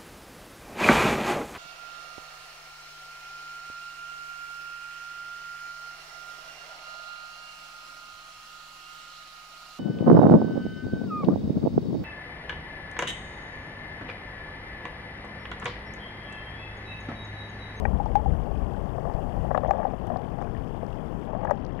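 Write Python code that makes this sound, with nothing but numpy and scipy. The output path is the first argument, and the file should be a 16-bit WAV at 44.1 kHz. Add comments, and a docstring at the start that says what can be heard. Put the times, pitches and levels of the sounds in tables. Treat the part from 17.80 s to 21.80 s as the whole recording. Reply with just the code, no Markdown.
"""Gravel riverbed, under water

A microphone lies on the bed of a shallow river, heard in the left channel only. The current rushes
and buffets it with a low rumble. Air bubbles ring at first and a fine fizz goes on. Pebbles shift
and knock in two dull flurries that also ring the microphone housing, with fine ticks of grit."""
import sys
import numpy as np
from scipy import signal
from scipy.fft import rfft, irfft
from scipy.io import wavfile

SR = 44100
rng = np.random.default_rng(int(sys.argv[2]) if len(sys.argv) > 2 else 0)


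def transcribe(u):
    """Save the signal u as a 16-bit wav file named by the first command-line argument.

    u: samples, shape (n,) or (channels, n), limited to [-1, 1]; the rate is SR.
    q: integer samples, one column per channel.
    """
    v = np.clip(np.atleast_2d(u).T, -1, 1)
    q = np.round(v * 32767).astype(np.int16)
    wavfile.write(sys.argv[1], SR, q)


N = 176400
T = np.arange(N) / SR


def from_db(db):
    """Decibels to gain."""
    return 10 ** (np.asarray(db) / 20)


def unit_rms(x):
    """Scale to rms 1."""
    return x / np.sqrt(np.mean(x ** 2) + 1e-20)


def level(curve):
    """Gain over time from rows of time_s, level_db."""
    return from_db(np.interp(T, *np.transpose(curve)))


def noise(spectrum):
    """Unit-rms noise shaped by rows of freq_hz, density_db."""
    hz, db = np.transpose(spectrum)
    bins_hz = np.maximum(np.fft.rfftfreq(N, 1 / SR), 1)
    gain = from_db(np.interp(np.log(bins_hz), np.log(hz), db))
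    return unit_rms(irfft(rfft(rng.standard_normal(N)) * gain, N))


def band(x, low_hz, high_hz, order=4):
    """Causal band-pass."""
    return signal.sosfilt(signal.butter(order, [low_hz, high_hz], "band", fs=SR, output="sos"), x)


def ring(clicks, hz, t60_s):
    """Resonator: each click starts a damped sine of its own height."""
    r, w = from_db(-60 / (t60_s * SR)), 2 * np.pi * hz / SR
    return signal.lfilter([0, np.sin(w)], [1, -2 * r * np.cos(w), r * r], clicks + 1e-18)


def grains(per_s, spread_db):
    """Random clicks of uneven size and sign."""
    sizes = from_db(spread_db * np.minimum(rng.exponential(1, N), 4))
    return sizes * rng.choice([-1, 1], N) * (rng.random(N) < per_s / SR)


def dying_sine(hz, t60_s, attack_s, rise_per_s=0, sustain=1):
    """Sine that swells and decays; sustain above 1 holds the ring, then drops it faster."""
    t = T[:SR // 4]
    envelope = (1 - np.exp(-t / attack_s)) * from_db(-60 * (t / t60_s) ** sustain)
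    phase = 2 * np.pi * hz * (t + rise_per_s * t * t / 2)
    return envelope / envelope.max() * np.sin(phase)


def add(track, start_s, sound, gain_db):
    """Mix a sound into the track."""
    start = int(start_s * SR)
    part = sound[:max(N - start, 0)]
    track[start:start + len(part)] += from_db(gain_db) * part


# freq_hz, density_db
RUSH_SPECTRUM = [(12, -18.5), (33, 5.5), (50, -12), (100, -2), (160, -1.5), (250, -5), (320, -8.5),
                 (480, -10.5), (750, -21), (1000, -18), (1400, -28.5), (1850, -33.5), (2250, -41.5),
                 (3100, -40.5), (3500, -48), (3800, -64.5), (6000, -75.5)]


def rush():
    """The current flows past with a steady, low noise."""
    return from_db(-30) * noise(RUSH_SPECTRUM)


# time_s, level_db
WATER_PUSH = [(0, -29.5), (.12, -26.5), (.25, -34), (.43, -31), (.49, -25), (.55, -27), (.61, -33),
              (.8, -35), (1.25, -38), (1.53, -36), (1.62, -30.5), (1.72, -32.5), (1.9, -37.5),
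              (2.08, -42.5), (4, -47)]
# freq_hz, density_db
BUFFET_SPECTRUM = [(12, -20.5), (25, -11.5), (55, 3.5), (100, -8.5), (160, -10.5), (260, -27), (500, -21),
                   (1200, -75.5)]


def buffeting():
    """Water pushes on the microphone in rumbling surges that churn when strong."""
    push = level(WATER_PUSH)
    rumble = from_db(5.5) * push * noise(BUFFET_SPECTRUM)
    churn = unit_rms(band(rng.standard_normal(N), low_hz=119, high_hz=207.5))
    return rumble + from_db(-26.5) * (push / push.max()) ** 2 * churn


# time_s, level_db
HISS_LEVEL = [(0, -68), (1.65, -65.5), (1.85, -69.5), (3.468, -68), (3.476, -74), (4, -75)]
# freq_hz, density_db
HISS_SPECTRUM = [(1000, -18), (3900, -2), (4900, 8), (6000, 4), (7500, 3.5), (7900, 6), (8400, 3),
                 (11000, 2), (15000, 0)]


def hiss():
    """Faint high noise that drops near the end."""
    return level(HISS_LEVEL) * noise(HISS_SPECTRUM)


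# freq_hz, gain_db, t60_s
KNOCK_MODES = [(546, -0.5, 0.024), (757, 1.5, 0.035), (1152, -4.5, 0.013), (1707, -13, 0.015),
               (1930, -19.5, 0.021), (2310, -24, 0.0072)]


def knock_ring(clicks, pitch_hz, bright_db):
    """Contacts ring two low pebble tones, set by size, and four fixed modes of the microphone housing."""
    reference_hz = 740
    out = 0
    for k, (hz, db, t60_s) in enumerate(KNOCK_MODES):
        octaves_up = np.clip(np.log2(hz / reference_hz), 0, 1)
        mode_hz = hz * pitch_hz / reference_hz if octaves_up < .5 else hz
        out += (-1) ** k * from_db(db + bright_db * octaves_up) * ring(clicks, mode_hz, t60_s)
    return band(out, low_hz=432, high_hz=2235)


# time_s, level_db
GRAVEL_STIR = [(0, -39.5), (.6, -43), (1.17, -42), (1.26, -38), (1.42, -41), (1.66, -39), (1.8, -36.5),
               (1.88, -35.5), (2.03, -32), (2.18, -46.5), (2.31, -37.5), (2.5, -45.5), (2.61, -41),
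               (2.75, -44.5), (3.45, -45.5), (3.56, -38.5), (3.7, -35.5), (3.8, -48), (4, -45)]


def gravel():
    """Many small, water-cushioned contacts among pebbles of several sizes."""
    pitches_hz = np.geomspace(640, 830, num=5)
    rattle = np.zeros(N)
    for hz in pitches_hz:
        contacts = grains(per_s=700 / len(pitches_hz), spread_db=2)
        rattle += knock_ring(contacts, hz, bright_db=-6.5)
    return from_db(5) * level(GRAVEL_STIR) * unit_rms(rattle)


def fizz():
    """Tiny bubbles in the current pip at random; smaller ones ring higher and shorter."""
    low_hz, high_hz, t60_cycles = 1452, 3496, 39
    pitches_hz = np.geomspace(low_hz, high_hz, num=14)
    pips = np.zeros(N)
    for hz in pitches_hz:
        onsets = grains(per_s=220 / len(pitches_hz), spread_db=2.5)
        pips += ring(onsets, hz, t60_cycles / hz)
    return from_db(-58.5) * unit_rms(band(pips, low_hz, high_hz))


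# freq_hz, gain_db, t60_s
SAND_MODES = [(3120, 3.5, 0.0049), (4520, -7.5, 0.0069), (5230, -5.5, 0.0038), (6430, -10, 0.0045)]


def sand():
    """Drifting grains ring faintly, their level loosely following the hiss."""
    drift = np.zeros(N)
    for hz, db, t60_s in SAND_MODES:
        contacts = grains(per_s=700 / len(SAND_MODES), spread_db=3.5)
        drift += from_db(db) * ring(contacts, hz, t60_s)
    return from_db(-65.5) * unit_rms(drift * level(HISS_LEVEL) ** .11)


# start_s, level_db, pitch_hz, t60_s
BUBBLE_TONES = [(0.0513, -28.5, 1840, 0.033), (0.0532, -30.5, 2330, 0.014), (0.0521, -28.5, 1550, 0.019),
                (.053, -24.5, 590, 0.022), (.0532, -18, 797, 0.03), (.133, -28, 835, .025),
                (0.1999, -19.5, 803, 0.05), (.2595, -24.5, 840, 0.033), (0.354, -11, 800, 0.071),
                (0.3533, -34, 1580, 0.019), (.398, -28.5, 847, 0.035), (0.459, -20.5, 775, 0.044),
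                (0.535, -43, 1520, 0.021), (.714, -30.5, 724, .026), (0.946, -43, 1510, .018),
                (2.673, -44, 1510, .016), (2.749, -41, 1790, .018), (3.992, -34.5, 1844, 0.0078)]


def bubbles():
    """Each row is one ringing, slightly rising tone; rows starting together form one bubble's plop."""
    out = np.zeros(N)
    for start_s, level_db, pitch_hz, t60_s in BUBBLE_TONES:
        tone = dying_sine(pitch_hz, t60_s, attack_s=.0008, rise_per_s=2.4, sustain=1.28)
        add(out, start_s, tone, level_db + 4.5)
    return out


# start_s, level_db, pitch_hz
EDDY_THUMPS = [(.072, -16, 88), (0.086, -13.5, 52), (.136, -20, 56.5), (0.463, -14.5, 59.5),
               (0.523, -22, 79), (0.71, -15, 50), (1.344, -14, 43.3), (1.568, -16, 47.5), (1.61, -22, 61.6),
               (2.786, -23, 49)]


def eddies():
    """Each eddy shoves the microphone for two or three slow swings."""
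    out = np.zeros(N)
    for start_s, level_db, pitch_hz in EDDY_THUMPS:
        add(out, start_s, dying_sine(pitch_hz, t60_s=.081, attack_s=.0033), level_db)
    return out


# start_s, level_db, low_hz, high_hz
GRIT_TICKS = [(.258, -48, 4000, 6000), (.355, -29.5, 1090, 2600), (0.3565, -36, 2400, 5500),
              (0.355, -38, 5000, 15000), (1.338, -50, 3900, 5200), (1.747, -53, 5730, 6940),
              (1.776, -32, 1310, 4000), (1.776, -44, 3960, 8500), (1.876, -52, 4800, 6400),
              (1.908, -36.5, 3520, 7400), (1.9097, -28.5, 1790, 2700), (2.27, -41, 3530, 13000),
              (2.371, -43.5, 3500, 5500), (2.614, -49, 3800, 8000), (2.623, -47, 3800, 8400),
              (3.066, -49.5, 4000, 5940), (3.648, -46.5, 3800, 8400), (3.709, -36.5, 3400, 7500),
              (3.85, -43, 4200, 5940), (3.865, -44.5, 3100, 5150)]


def grit():
    """Single grains tick: a snap, a short crunch and a glassy ring."""
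    snap_height, crunch_t60_s = 14.8, .014
    out, t = np.zeros(N), T[:SR // 30]
    for start_s, level_db, low_hz, high_hz in GRIT_TICKS:
        crack = rng.standard_normal(len(t)) * from_db(-60 * t / crunch_t60_s)
        crack[0] = snap_height
        glassy = from_db(-31.5) * ring(crack, hz=6500, t60_s=.018)
        tick = band(crack + glassy, low_hz, high_hz, order=3)
        add(out, start_s, tick / np.abs(tick).max(), level_db + 3.5)
    return out


# start_s, level_db, pitch_hz, bright_db
PEBBLE_KNOCKS = [(1.180, -24, 663, -6), (1.252, -23, 686, -10), (1.270, -26.5, 690, -7),
                 (1.297, -26.5, 807, -11), (1.648, -26, 723, -7), (1.7069, -24, 794, 2.5),
                 (1.712, -17.5, 718, -3), (1.7455, -18.5, 796, 5.5), (1.748, -17, 708, -4),
                 (1.758, -21, 720, -8), (1.7755, -15.5, 758, -2.5), (1.833, -20.5, 738, -5),
                 (1.846, -21.5, 730, 2), (1.859, -22.5, 700, -13), (1.882, -20, 683, -17),
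                 (1.892, -20, 740, -21), (1.9077, -11, 787, -1.5), (1.934, -25, 695, -4),
                 (1.999, -20, 608, -7), (2.012, -34, 635, -3), (2.029, -29.5, 753, 6.5),
                 (2.0505, -16, 760, -10.5), (2.134, -26, 713, -5), (2.300, -20.5, 690, -4.5),
                 (2.317, -25, 760, -9), (2.3585, -20.5, 730, -7), (2.384, -29.5, 780, -18),
                 (2.586, -31, 725, 2), (2.614, -25.5, 777, 1), (2.623, -33, 680, 10),
                 (3.030, -25.5, 690, -21), (3.532, -27.5, 772, -17), (3.549, -26, 720, -4),
                 (3.632, -27.5, 770, -5), (3.649, -21.5, 804, 2), (3.672, -30, 760, 15),
                 (3.697, -24.5, 720, 5), (3.709, -13.5, 802, 2), (3.712, -18.5, 564, -21)]


def knocks():
    """Pebbles collide: one firm contact, then a few lighter touches as they settle."""
    touches, settle_s, knock_s = 3, .004305, .01
    out = np.zeros(N)
    for start_s, level_db, pitch_hz, bright_db in PEBBLE_KNOCKS:
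        strengths = from_db(-3) * rng.uniform(-1.38, 1, touches)
        delays_s = rng.random(touches) * settle_s
        clicks = np.zeros(SR // 10)
        clicks[(delays_s * SR).astype(int)] = strengths
        clicks[0] = 1
        knock = knock_ring(clicks, pitch_hz, bright_db)
        knock_rms = np.sqrt(np.sum(knock ** 2) / (knock_s * SR))
        add(out, start_s, knock / knock_rms, level_db - 1.5)
    return out


def scene():
    """One microphone, wired to the left channel."""
    current = rush() + buffeting() + hiss() + eddies()
    water = current + gravel() + knocks() + bubbles() + fizz() + sand() + grit()
    return np.array([water, from_db(-90) * water])


def record(dry):
    """Steep low-pass."""
    order, ripple_db, cutoff_hz = 12, .1, 15500
    return signal.sosfilt(signal.cheby1(order, ripple_db, cutoff_hz, fs=SR, output="sos"), dry)


dry = scene()
out = record(dry)
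transcribe(out)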